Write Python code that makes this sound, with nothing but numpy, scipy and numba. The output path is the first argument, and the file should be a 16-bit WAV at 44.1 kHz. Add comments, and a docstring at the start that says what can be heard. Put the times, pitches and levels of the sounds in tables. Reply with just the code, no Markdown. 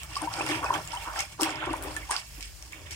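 """Water gurgles and booms in a plastic bucket in a tiled room, with fizz, knocks and sharp ticks on top.
A hand stirs: swarms of short rising sines over hiss make the bubbles and spray, low modes the bucket's boom.
Powder pours from a foil bag; drops and foil are heard as ticks, each a ring, a snap and a spatter.
A short echo and a low room rumble lie behind; a phone's two differently coloured ports are the microphone."""
import sys
import numpy as np
from scipy import signal
from scipy.fft import rfft, irfft, next_fast_len
from scipy.io import wavfile
from scipy.ndimage import uniform_filter1d
from numba import njit

SR = 44100
rng = np.random.default_rng(int(sys.argv[2]) if len(sys.argv) > 2 else 0)


def to_wav(sig):
    """Store sig (one row per channel, or 1-D mono) as 16-bit WAV at the path in sys.argv[1].

    Samples outside -1..1 are clipped; the rate is SR.
    """
    pcm = np.clip(np.atleast_2d(sig), -1, 1) * 32767
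    pcm = np.round(pcm).astype(np.int16)
    wavfile.write(sys.argv[1], SR, pcm.T)  # frames by channels


N = 130095
LAG_S = 0.00013  # the right port hears later


# Stirring, each level on top of the swarm's own level:
# start_s, gurgle_db, boom_db, splash_db, fizz_db, mist_db
STIRRING = [(0.0, -61, -80, -44, -40, -59.5), (0.041, -47, -59, -50, -54, -45),
            (0.07, -57, -78, -58.5, -52, -66), (0.1, -48.5, -54, -53.5, -49.5, -57),
            (0.15, -48.5, -66, -43.5, -42.5, -60), (0.169, -43, -50, -46.5, -32, -53),
            (0.2, -48, -59, -46.5, -45.5, -57), (0.232, -32.5, -45, -46.5, -44, -54),
            (0.26, -48, -44, -46.5, -38.5, -59), (0.27, -42, -51, -51.5, -47, -56),
            (0.3, -43, -75, -50, -48, -53), (0.34, -39.5, -53.5, -45.5, -40.5, -57),
            (0.42, -34, -36, -42, -35.5, -60), (0.45, -39.5, -41, -46, -42.5, -57),
            (0.511, -34, -42, -31, -33.5, -50), (0.62, -40.5, -44.5, -47.5, -49.5, -55),
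            (0.639, -29.5, -35, -46, -39.5, -57), (0.67, -33.5, -59, -48, -45, -56),
            (0.729, -34, -41, -52, -46, -55), (0.748, -28, -46, -37, -36.5, -45),
            (0.79, -36.5, -37.5, -47, -46, -56), (0.85, -51.5, -61, -54, -44.5, -54),
            (0.93, -41, -53, -43.5, -45, -63), (0.95, -42, -61, -49, -40, -52),
            (0.99, -47.5, -58, -47, -49, -56), (1.03, -46.5, -82, -45, -40.5, -49),
            (1.08, -36.5, -48.5, -49.5, -45, -58), (1.111, -42, -71, -56, -50.5, -56),
            (1.2, -36, -56, -36, -32.5, -52), (1.288, -61.5, -76, -57, -53.5, -65),
            (1.328, -50.5, -60, -52, -45, -58), (1.37, -67, -71, -64, -80, -77),
            (1.401, -35, -49, -57, -40, -70), (1.412, -31.5, -29.5, -52, -29, -36),
            (1.43, -33, -38, -35.5, -30.5, -36), (1.53, -41, -43, -42.5, -46.5, -87),
            (1.6, -43.5, -51, -40.5, -85, -86), (1.641, -30, -47, -38, -74, -81),
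            (1.659, -39.5, -63, -41, -36.5, -76), (1.68, -32, -36, -47, -72, -83),
            (1.71, -34, -41, -43.5, -56, -76), (1.78, -44, -47, -48.5, -46, -47),
            (1.8, -43, -43.5, -52.5, -61, -74), (1.84, -40, -47.5, -49.5, -52, -40),
            (1.87, -40, -39, -45.5, -44.5, -60), (1.94, -45, -52, -52, -44.5, -51),
            (1.98, -44.5, -47.5, -47, -46, -57), (2.06, -55, -63, -55, -52, -57),
            (2.104, -47.5, -62, -49.5, -44, -66), (2.112, -28.5, -55, -39.5, -28.5, -66),
            (2.189, -43.5, -67, -44, -39.5, -56), (2.2, -51, -86, -44, -37, -55),
            (2.23, -55, -70, -56, -48, -66), (2.274, -66.5, -89, -60, -48, -55),
            (2.398, -55.5, -55.5, -57, -51, -52), (2.432, -66, -76, -48, -40, -62),
            (2.542, -68.5, -72, -68, -56, -61), (2.66, -57, -63.5, -60.5, -48, -58),
            (2.719, -72, -61, -59, -59, -57), (2.721, -53, -64, -48, -57, -56),
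            (2.76, -56, -55.5, -52.5, -55, -60), (2.857, -60.5, -54.5, -59, -58, -68),
            (2.863, -56, -55, -46.5, -49, -64), (2.904, -57, -62, -57, -61, -73),
            (2.912, -55, -54, -44, -36, -47), (2.95, -59, -59, -49, -43, -67)]
# Swarms of bubbles and spray: grains_per_s, low_hz, high_hz, cycles (half the ring's t60),
# rise_share (of pitch, over a third of t60), size_scatter_db, hiss_db (against the grains), level_db
GURGLE_SWARM = (750, 520, 1911, 17, 0.07, 3, -9, 0.5)
SLAP_SWARM = (390.5, 276, 520, 4.5, 1.87, -1, -6, -2)
SPLASH_SWARM = (1200, 1697, 3695, 18, 0.06, 2.8, -6, 0)
FIZZ_SWARM = (2200, 4000, 10500, 16, 0.04, 4.5, -5, -1.5)
MIST_SWARM = (4004, 10000, 15800, 6, 0.05, 2.5, -2.5, 4)
# Colour that the bucket's air gives the gurgle: pitch_hz, level_db
AIR_COLOUR = [(420, -2), (560, -6.5), (700, -6), (810, 2.5), (950, 2.5), (1100, 4), (1390, 2.5), (1900, -9)]
# Wander of the stirring: start_s, pan_db (left minus right)
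STIRRING_PAN = [(0, 0), (.6, 0.5), (1.4, -0.5), (2.0, 1.5), (2.3, -3), (2.95, -1)]


def stirred_water():
    """Five layers of bubbles, boom and spray rise and fall with the hand and wander between the ports."""
    rows = np.array(STIRRING)
    t = np.arange(N) / SR
    slap = swarm(*SLAP_SWARM)[[0, 0]]  # the same sound in both ports
    layers = [
        colour(swarm(*GURGLE_SWARM), *np.array(AIR_COLOUR).T),
        undb(SLAP_SWARM[-1]) * bucket(slap),
        swarm(*SPLASH_SWARM),
        clumps() * swarm(*FIZZ_SWARM),
        clumps() * swarm(*MIST_SWARM),
    ]
    churn = np.zeros((2, N))
    for layer, level_db in zip(layers, rows.T[1:]):
        churn += undb(np.interp(t, rows[:, 0], level_db)) * layer
    pan_db = np.interp(t, *np.array(STIRRING_PAN).T)
    return churn * undb(np.array([pan_db, -pan_db]) / 2)


# Pitches that the bucket's air draws bubbles to: pitch_hz
FAVOURED_PITCHES = [690, 805, 945, 1100, 1390, 1700, 2250, 2600, 3200, 5300, 8600]
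PULL = 0.4  # share of the way to the nearest favoured pitch, on a log scale
LOUDEST_GRAIN = 2.3  # cap on the size scatter, in spreads
LAG_SCATTER_S, PAN_SCATTER_DB = 0.0001, 1.5


def swarm(rate, low_hz, high_hz, cycles, rise, scatter_db, hiss_db, level_db):
    """Bubbles of random time, size and pitch ring over a smooth hiss of about the same band."""
    most = 24000
    draws = rng.random((most, 4))
    spread = rng.standard_normal((most, 2))
    keep = draws[:, 3] < rate * N / SR / most
    draws, spread = draws[keep], spread[keep]

    hz = low_hz * (high_hz / low_hz) ** draws[:, 1]
    favoured = np.array(FAVOURED_PITCHES)
    nearest = favoured[np.abs(np.log(hz[:, None] / favoured)).argmin(axis=1)]
    inside = (nearest > low_hz) & (nearest < high_hz)
    hz = np.where(inside, hz * (nearest / hz) ** PULL, hz)

    size_db = scatter_db * np.minimum(-np.log(1 - draws[:, 2]), LOUDEST_GRAIN)
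    pan_db = PAN_SCATTER_DB * spread[:, 0]
    lag = LAG_S + LAG_SCATTER_S * spread[:, 1]
    grains = place(draws[:, 0] * N / SR, hz, 2 * cycles / hz, rise, 1 / hz, size_db, pan_db, lag)
    hiss = colour(pair(*rng.standard_normal((2, N))),
                  [low_hz / 2, low_hz, high_hz, 2 * high_hz], [-21, -10, -10, -47])
    return undb(level_db) * unit(unit(grains) + undb(hiss_db) * unit(hiss))


# Modes of the bucket's air and wall: pitch_hz, level_db, t60_s
BUCKET_MODES = [(314.5, 2, 0.12), (384.6, -5.5, 0.077), (522, 4, 0.018)]


def bucket(x):
    """The air and wall of the bucket ring at a few low modes."""
    t = np.arange(8192) / SR
    response = np.zeros(len(t))
    for hz, db, t60 in BUCKET_MODES:
        response += undb(db) * np.exp(-np.log(1000) * t / t60) * np.sin(2 * np.pi * hz * t)
    return unit(signal.fftconvolve(x, response[None])[:, :N])


FLUTTER_HZ, FLUTTER_DB = 52, 2  # spray comes in clumps; rms swing


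def clumps():
    """A quick random flutter of level, from noise smoothed twice."""
    width = int(SR / FLUTTER_HZ / 2)
    smooth = uniform_filter1d(uniform_filter1d(rng.standard_normal(N), width), width)
    return undb(FLUTTER_DB * unit(smooth))


# Single clear bubbles, and short knocks (t60 under 0.01 s): start_s, level_db (before the attack),
# pitch_hz, t60_s, rise_share (of pitch, over a third of t60), pan_db (left minus right)
CLEAR_BUBBLES_AND_KNOCKS = [(0.165, -15, 1080, 0.045, 0.1, 1), (0.215, -16.5, 950, 0.022, 0.13, 3),
                            (0.273, -17.5, 932, 0.055, 0.036, 5), (0.321, -20, 1000, 0.017, 0.18, 3),
                            (0.4083, -4, 900, 0.006, 0.064, 3), (0.629, -20, 1100, 0.02, 0.084, 1.5),
                            (0.644, -21, 1090, 0.023, 0.18, -4), (0.663, -15, 1000, 0.014, 0.057, 0.0),
                            (0.7045, -2, 985, 0.022, 0.03, 2), (0.724, -22, 1060, 0.061, 0.045, -2.0),
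                            (0.7333, -10, 1150, 0.006, 0.1, 2), (0.932, -24.5, 928, 0.094, 0.062, 3),
                            (0.958, -25, 925, 0.045, 0.077, -5), (1.018, -34, 907, 0.085, 0.057, -4),
                            (1.072, -26, 983, 0.04, 0.049, 5), (1.0862, -16, 1300, 0.008, 0.1, 0),
                            (1.098, -23, 1324, 0.022, 0.054, -2.5), (1.1603, -12, 1500, 0.005, 0.1, 0),
                            (1.176, -25, 1310, 0.05, 0.03, -5), (1.3975, -14, 1100, 0.014, 0.1, 1),
                            (1.627, -18.5, 1417, 0.023, 0.16, 1), (1.675, -29, 954, 0.034, 0.08, 2),
                            (1.736, -14, 850, 0.035, 0.3, 2.0), (1.965, -23, 1740, 0.045, 0.01, -6),
                            (2.095, -16, 937, 0.025, 0.05, -4), (2.1118, -12, 1096, 0.006, 0.095, -4),
                            (2.124, -26.5, 1588, 0.03, 0.069, -14), (0.244, -24.5, 793, 0.075, 0.02, -1),
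                            (0.39, -28, 810, 0.17, 0.02, 4.5), (0.494, -24.5, 809, 0.053, 0.02, 4),
                            (0.971, -31, 803, 0.11, 0.015, 3.5), (1.156, -32.5, 830, 0.14, 0.02, 8),
                            (1.178, -32.5, 786, 0.14, 0.022, 5), (1.235, -35, 805, 0.072, 0.018, 1.5),
                            (1.454, -27, 779, 0.1, 0.02, -1.0), (1.493, -29, 756, 0.08, 0.016, 3),
                            (1.868, -32, 815, 0.091, 0.034, 6.0), (2.134, -27.5, 840, 0.063, 0.028, -7),
                            (0.398, -20, 2350, 0.025, 0.042, 0), (0.411, -13.5, 2490, 0.014, 0.073, 0),
                            (0.7594, -33, 3220, 0.019, 0.035, -14),
                            (0.9712, -20.5, 2930, 0.019, 0.068, 2.5), (1.1954, -27, 2198, 0.055, 0.082, 0),
                            (1.4316, -20.5, 2810, 0.017, 0.097, -3), (1.4932, -10, 1300, 0.006, 0.08, 0),
                            (2.0303, -28, 2070, 0.021, 0.037, 2), (0.662, -26, 2550, 0.05, 0.0, 0),
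                            (0.739, -22, 3150, 0.025, 0.0, -4), (2.7322, -20, 2250, 0.007, 0.03, -3)]
ATTACK_SHARE, ATTACK_MAX_S = 0.14, 0.0022  # each swells over a share of its ring


def clear_bubbles_and_knocks():
    """Each bubble or knock is a fading sine that swells quickly; most climb in pitch."""
    at, db, hz, t60, rise, pan_db = np.array(CLEAR_BUBBLES_AND_KNOCKS).T
    attack = np.minimum(ATTACK_SHARE * t60, ATTACK_MAX_S)
    return place(at, hz, t60, rise, attack, db, pan_db, LAG_S)


# Water slaps the wall and the bucket booms: start_s, level_db (before the attack), pitch_hz, t60_s
WALL_THUMPS = [(0.221, -28, 304.6, 0.15), (0.382, -32.5, 316, 0.23), (0.496, -21, 314, 0.094),
               (0.513, -19.5, 314, 0.12), (0.569, -28, 321, 0.074), (0.751, -26, 325, 0.057),
               (1.396, -18, 383, 0.022), (1.419, -16, 317, 0.1), (1.67, -17.5, 352, 0.04),
               (1.704, -20, 316, 0.088), (1.847, -28.5, 388, 0.057), (2.378, -39, 298, 0.083)]
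THUMP_ATTACK_S = 0.0054


def thumps():
    """Each boom is a low fading sine of steady pitch with a soft start."""
    at, db, hz, t60 = np.array(WALL_THUMPS).T
    return place(at, hz, t60, 0., THUMP_ATTACK_S, db, 0., LAG_S)


# Drops and the foil bag: start_s, level_db (before the shared ring gain), pitch_hz,
# pan_db (left minus right), snap_db (over level_db, before the snap's colour)
DROP_AND_FOIL_TICKS = [(0.0333, -28.5, 8350, 2, 15), (0.156, -21.5, 4860, 2, -7),
                       (0.219, -25.5, 9340, 11, 8), (0.339, -24.5, 4850, -4, 11),
                       (0.4643, -38.5, 5260, 2, 30), (0.4894, -43, 5870, 15, 29.5),
                       (0.6444, -31, 5840, 10, 8.5), (0.7393, -30, 6150, 9, 16), (0.8756, -27, 7400, 2, 11),
                       (0.9195, -31, 5300, -8, 10.5), (0.9508, -33.5, 8800, 4, 14.5),
                       (1.192, -21, 5670, 8, 11), (1.2051, -20, 6300, 13, 11), (1.41, -18, 5500, 8, 6.5),
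                       (1.4178, -17.5, 8500, 2, 12), (1.4327, -26, 5460, 6, 25), (1.494, -34, 7300, 11, 9),
                       (1.505, -30, 7340, 2, 15), (1.5572, -30, 5100, -3, 6), (1.706, -36, 4800, 0, 9),
                       (1.732, -34, 10100, 8.5, 17), (1.767, -36, 9500, 8, 11), (1.825, -26.5, 10300, 9, 9),
                       (1.8371, -36, 9300, 13, 17), (1.9654, -25.5, 9400, 5, 15.5),
                       (2.1084, -20, 9540, 12, -9), (2.1117, -12.5, 8740, -7, 7),
                       (2.165, -19, 4820, -9.5, 4.5), (2.4086, -37, 5740, 2, 19),
                       (2.427, -37, 5400, -2, 24.5), (2.6254, -30, 5800, 5, 8.5),
                       (2.724, -45, 4900, 4, 25.5), (2.909, -33, 6200, -1, 16)]
TICK_CYCLES, TICK_DB = 15.5, 6.5  # half the ring's t60; gain of every ring
SNAP_CYCLES = 0.82  # half the snap's t60
SPATTER_T60_S, SPATTER_DB = 0.014, -17


def ticks():
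    """A short ring at each tick's pitch, a broad snap and a brief noisy spatter after it."""
    at, db, hz, pan_db, snap_db = np.array(DROP_AND_FOIL_TICKS).T
    tone = place(at, hz, 2 * TICK_CYCLES / hz, 0., 1 / hz, db + TICK_DB, pan_db, LAG_S)
    snap = place(at, hz, 2 * SNAP_CYCLES / hz, 0., 0., db + snap_db, pan_db, LAG_S)
    fade = np.exp(-np.log(1000) * np.arange(4096) / SR / SPATTER_T60_S)
    envelope = signal.fftconvolve(np.abs(snap), fade[None], axes=1)[:, :N]
    spatter = envelope * rng.standard_normal((2, N))
    burst = snap + undb(SPATTER_DB) * spatter
    return tone + colour(burst, [2770 / 4, 2770, 10200, 16000], [-32.5, 0, 0, -10.5])


@njit
def ring(n, at, hz, t60, rise, attack, gain):
    """Sum fading sines from sample `at`, climbing by `rise`; times in samples, hz in rad/sample."""
    out = np.zeros(n + 8192)
    for k in range(len(at)):
        first = int(at[k])
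        length = min(int(t60[k]) + 2, 8000)
        phase = hz[k] * (first + 1 - at[k])  # start between two samples
        for j in range(length):
            u = j / t60[k]
            swell = 1 - np.exp(-(j + 1) / attack[k])
            out[first + 1 + j] += gain[k] * np.exp(-6.9078 * u) * swell * np.sin(phase)
            phase += min(hz[k] * (1 + rise[k] * 3 * u), 2.8)  # stay below half the sample rate
    return out[:n]


def place(t, hz, t60, rise, attack, db, pan_db, lag):
    """Ring the grains into both ports, each with its own pan and lag."""
    t = np.clip(t, .001, N / SR)
    one = np.ones(len(t))
    ports = []
    for side in (-1, 1):  # left, right
        start = (t + side * lag / 2) * SR
        gain = undb(db - side * pan_db / 2)
        ports.append(ring(N, start, 2 * np.pi * hz / SR, np.maximum(t60 * SR, 4) * one, rise * one,
                          np.maximum(attack * SR, .1) * one, gain))
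    return np.array(ports)


def pair(mid, side):
    """Two ports from two noises: a little more alike in the bass, unrelated in the treble."""
    side = colour(side, [300, 3100, 20000], [-1.5, 0, 0])
    return np.array([mid + side, mid - side]) / np.sqrt(2)


ROOM_T60_S, ROOM_DB, ROOM_ONSET_S = 0.12, -9, 0.004


def echo(near):
    """Tiles and bucket return a short noise tail that fades in, then dies away."""
    t = np.arange(SR // 2) / SR
    tail = pair(*rng.standard_normal((2, N)))[:, :len(t)]
    tail = tail * np.exp(-np.log(1000) * t / ROOM_T60_S) * np.clip(t / ROOM_ONSET_S, 0, 1)
    tail = tail / np.sqrt(np.sum(tail ** 2, axis=1, keepdims=True))
    return undb(ROOM_DB) * signal.fftconvolve(near, tail, axes=1)[:, :N]


# Spectrum of the steady hiss, relative: pitch_hz, level_db (per Hz)
HISS_SPECTRUM = [(110, -53), (180, 20.5), (515, -9.5), (824, 6), (1050, -32), (1680, 7.5), (2270, -55),
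                 (2590, -29), (4060, 6), (6750, 9.5), (16000, -1)]
HISS_DB = -51.5


def room_hiss():
    """Faint steady noise, more alike in both ports in the bass."""
    hz, db = np.array(HISS_SPECTRUM).T
    mid, side = rng.standard_normal((2, N))
    side = colour(side, [200, 280, 20000], [-11, 0, 0])
    hiss = colour(np.array([mid + side, mid - side]), np.r_[100, hz], np.r_[-60, db])
    return unit(hiss) * undb(HISS_DB)


# Swell and sag of the low rumble: start_s, low_band_db, middle_band_db, high_band_db
RUMBLE_LEVELS = [(0.0, -61, -43, -50.5), (0.57, -55, -54.5, -40.5), (0.63, -71, -40, -47),
                 (0.8, -57, -51.5, -43), (1.12, -45, -46, -57), (1.47, -68, -56.5, -48),
                 (1.64, -63, -46.5, -45.5), (1.72, -42.5, -48.5, -42), (1.78, -46, -44.5, -56),
                 (1.91, -50, -41.5, -43.5), (2.11, -42.5, -50, -57.5), (2.2, -64, -57, -57.5),
                 (2.32, -43.5, -48.5, -51.5), (2.48, -42.5, -50, -60), (2.76, -59.5, -47.5, -56),
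                 (2.95, -78, -42.5, -50)]
# Bands of the rumble: centre_hz, width_hz
RUMBLE_PITCHES = [(51, 7.1), (74, 33.2), (135, 69.5)]
RUMBLE_SIDE_DB = -12  # difference between the ports


def rumble():
    """Three bands of low noise, evened out over a sixth of a second, swell and sag."""
    rows = np.array(RUMBLE_LEVELS)
    t = np.arange(N) / SR
    out = np.zeros((2, N))
    for (hz, width), level_db in zip(RUMBLE_PITCHES, rows.T[1:]):
        mid, side = colour(rng.standard_normal((2, N)),
                           [hz / 2, hz - width / 2, hz + width / 2, hz + width], [-54, 13, 7.5, -33.5])
        slow_rms = np.sqrt(uniform_filter1d(mid ** 2, SR // 6))
        side = undb(RUMBLE_SIDE_DB) * side
        band = np.array([mid + side, mid - side]) / slow_rms
        out += band * undb(np.interp(t, rows[:, 0], level_db))
    return out


def undb(db):
    """dB to gain."""
    return 10 ** (np.asarray(db) / 20)


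def unit(x):
    """Scale to rms 1."""
    return x / np.sqrt(np.mean(x ** 2))


def colour(x, hz, db):
    """Filter by a curve of dB on a log-frequency axis."""
    size = next_fast_len(N + 4096)
    f = np.maximum(np.arange(size // 2 + 1) * SR / size, 1)
    gain = undb(np.interp(np.log(f), np.log(hz), db))
    return irfft(rfft(x, size) * gain, size)[..., :N]


def scene():
    """Water, knocks and ticks, their short echo, and the room behind them."""
    near = stirred_water() + clear_bubbles_and_knocks() + thumps() + ticks()
    return near + echo(near) + room_hiss() + rumble()


# Colour of the phone's two ports: pitch_hz, left_db, right_db
PORT_COLOURS = [(54.7, -3.5, -1.5), (190, -2.5, -7), (382, 4.5, 0.5), (850, -0.5, -2.5), (1140, -3.5, -1),
                (1430, -3, 1), (2450, -1, 5.5), (3050, -1, 5.5), (3820, -5, -1), (4930, -7, -0.5),
                (5440, -2.5, 2), (5940, -6, -6), (6900, -2, 2.5), (8800, 2.5, -28), (8800, -1.5, -8),
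                (9800, -0.5, -22), (10800, -6, -10), (13600, -7, -5.5), (16000, -7, -7)]
TOP_HZ = 15800


def record(dry):
    """Each port colours the sound in its own way; a steep low-pass cuts the top."""
    hz, left_db, right_db = np.array(PORT_COLOURS).T
    wet = np.array([colour(dry[0], hz, left_db), colour(dry[1], hz, right_db)])
    low_pass = signal.ellip(10, .2, 80, TOP_HZ, fs=SR, output="sos")
    return signal.sosfilt(low_pass, wet)


dry = scene()
out = record(dry)
to_wav(out)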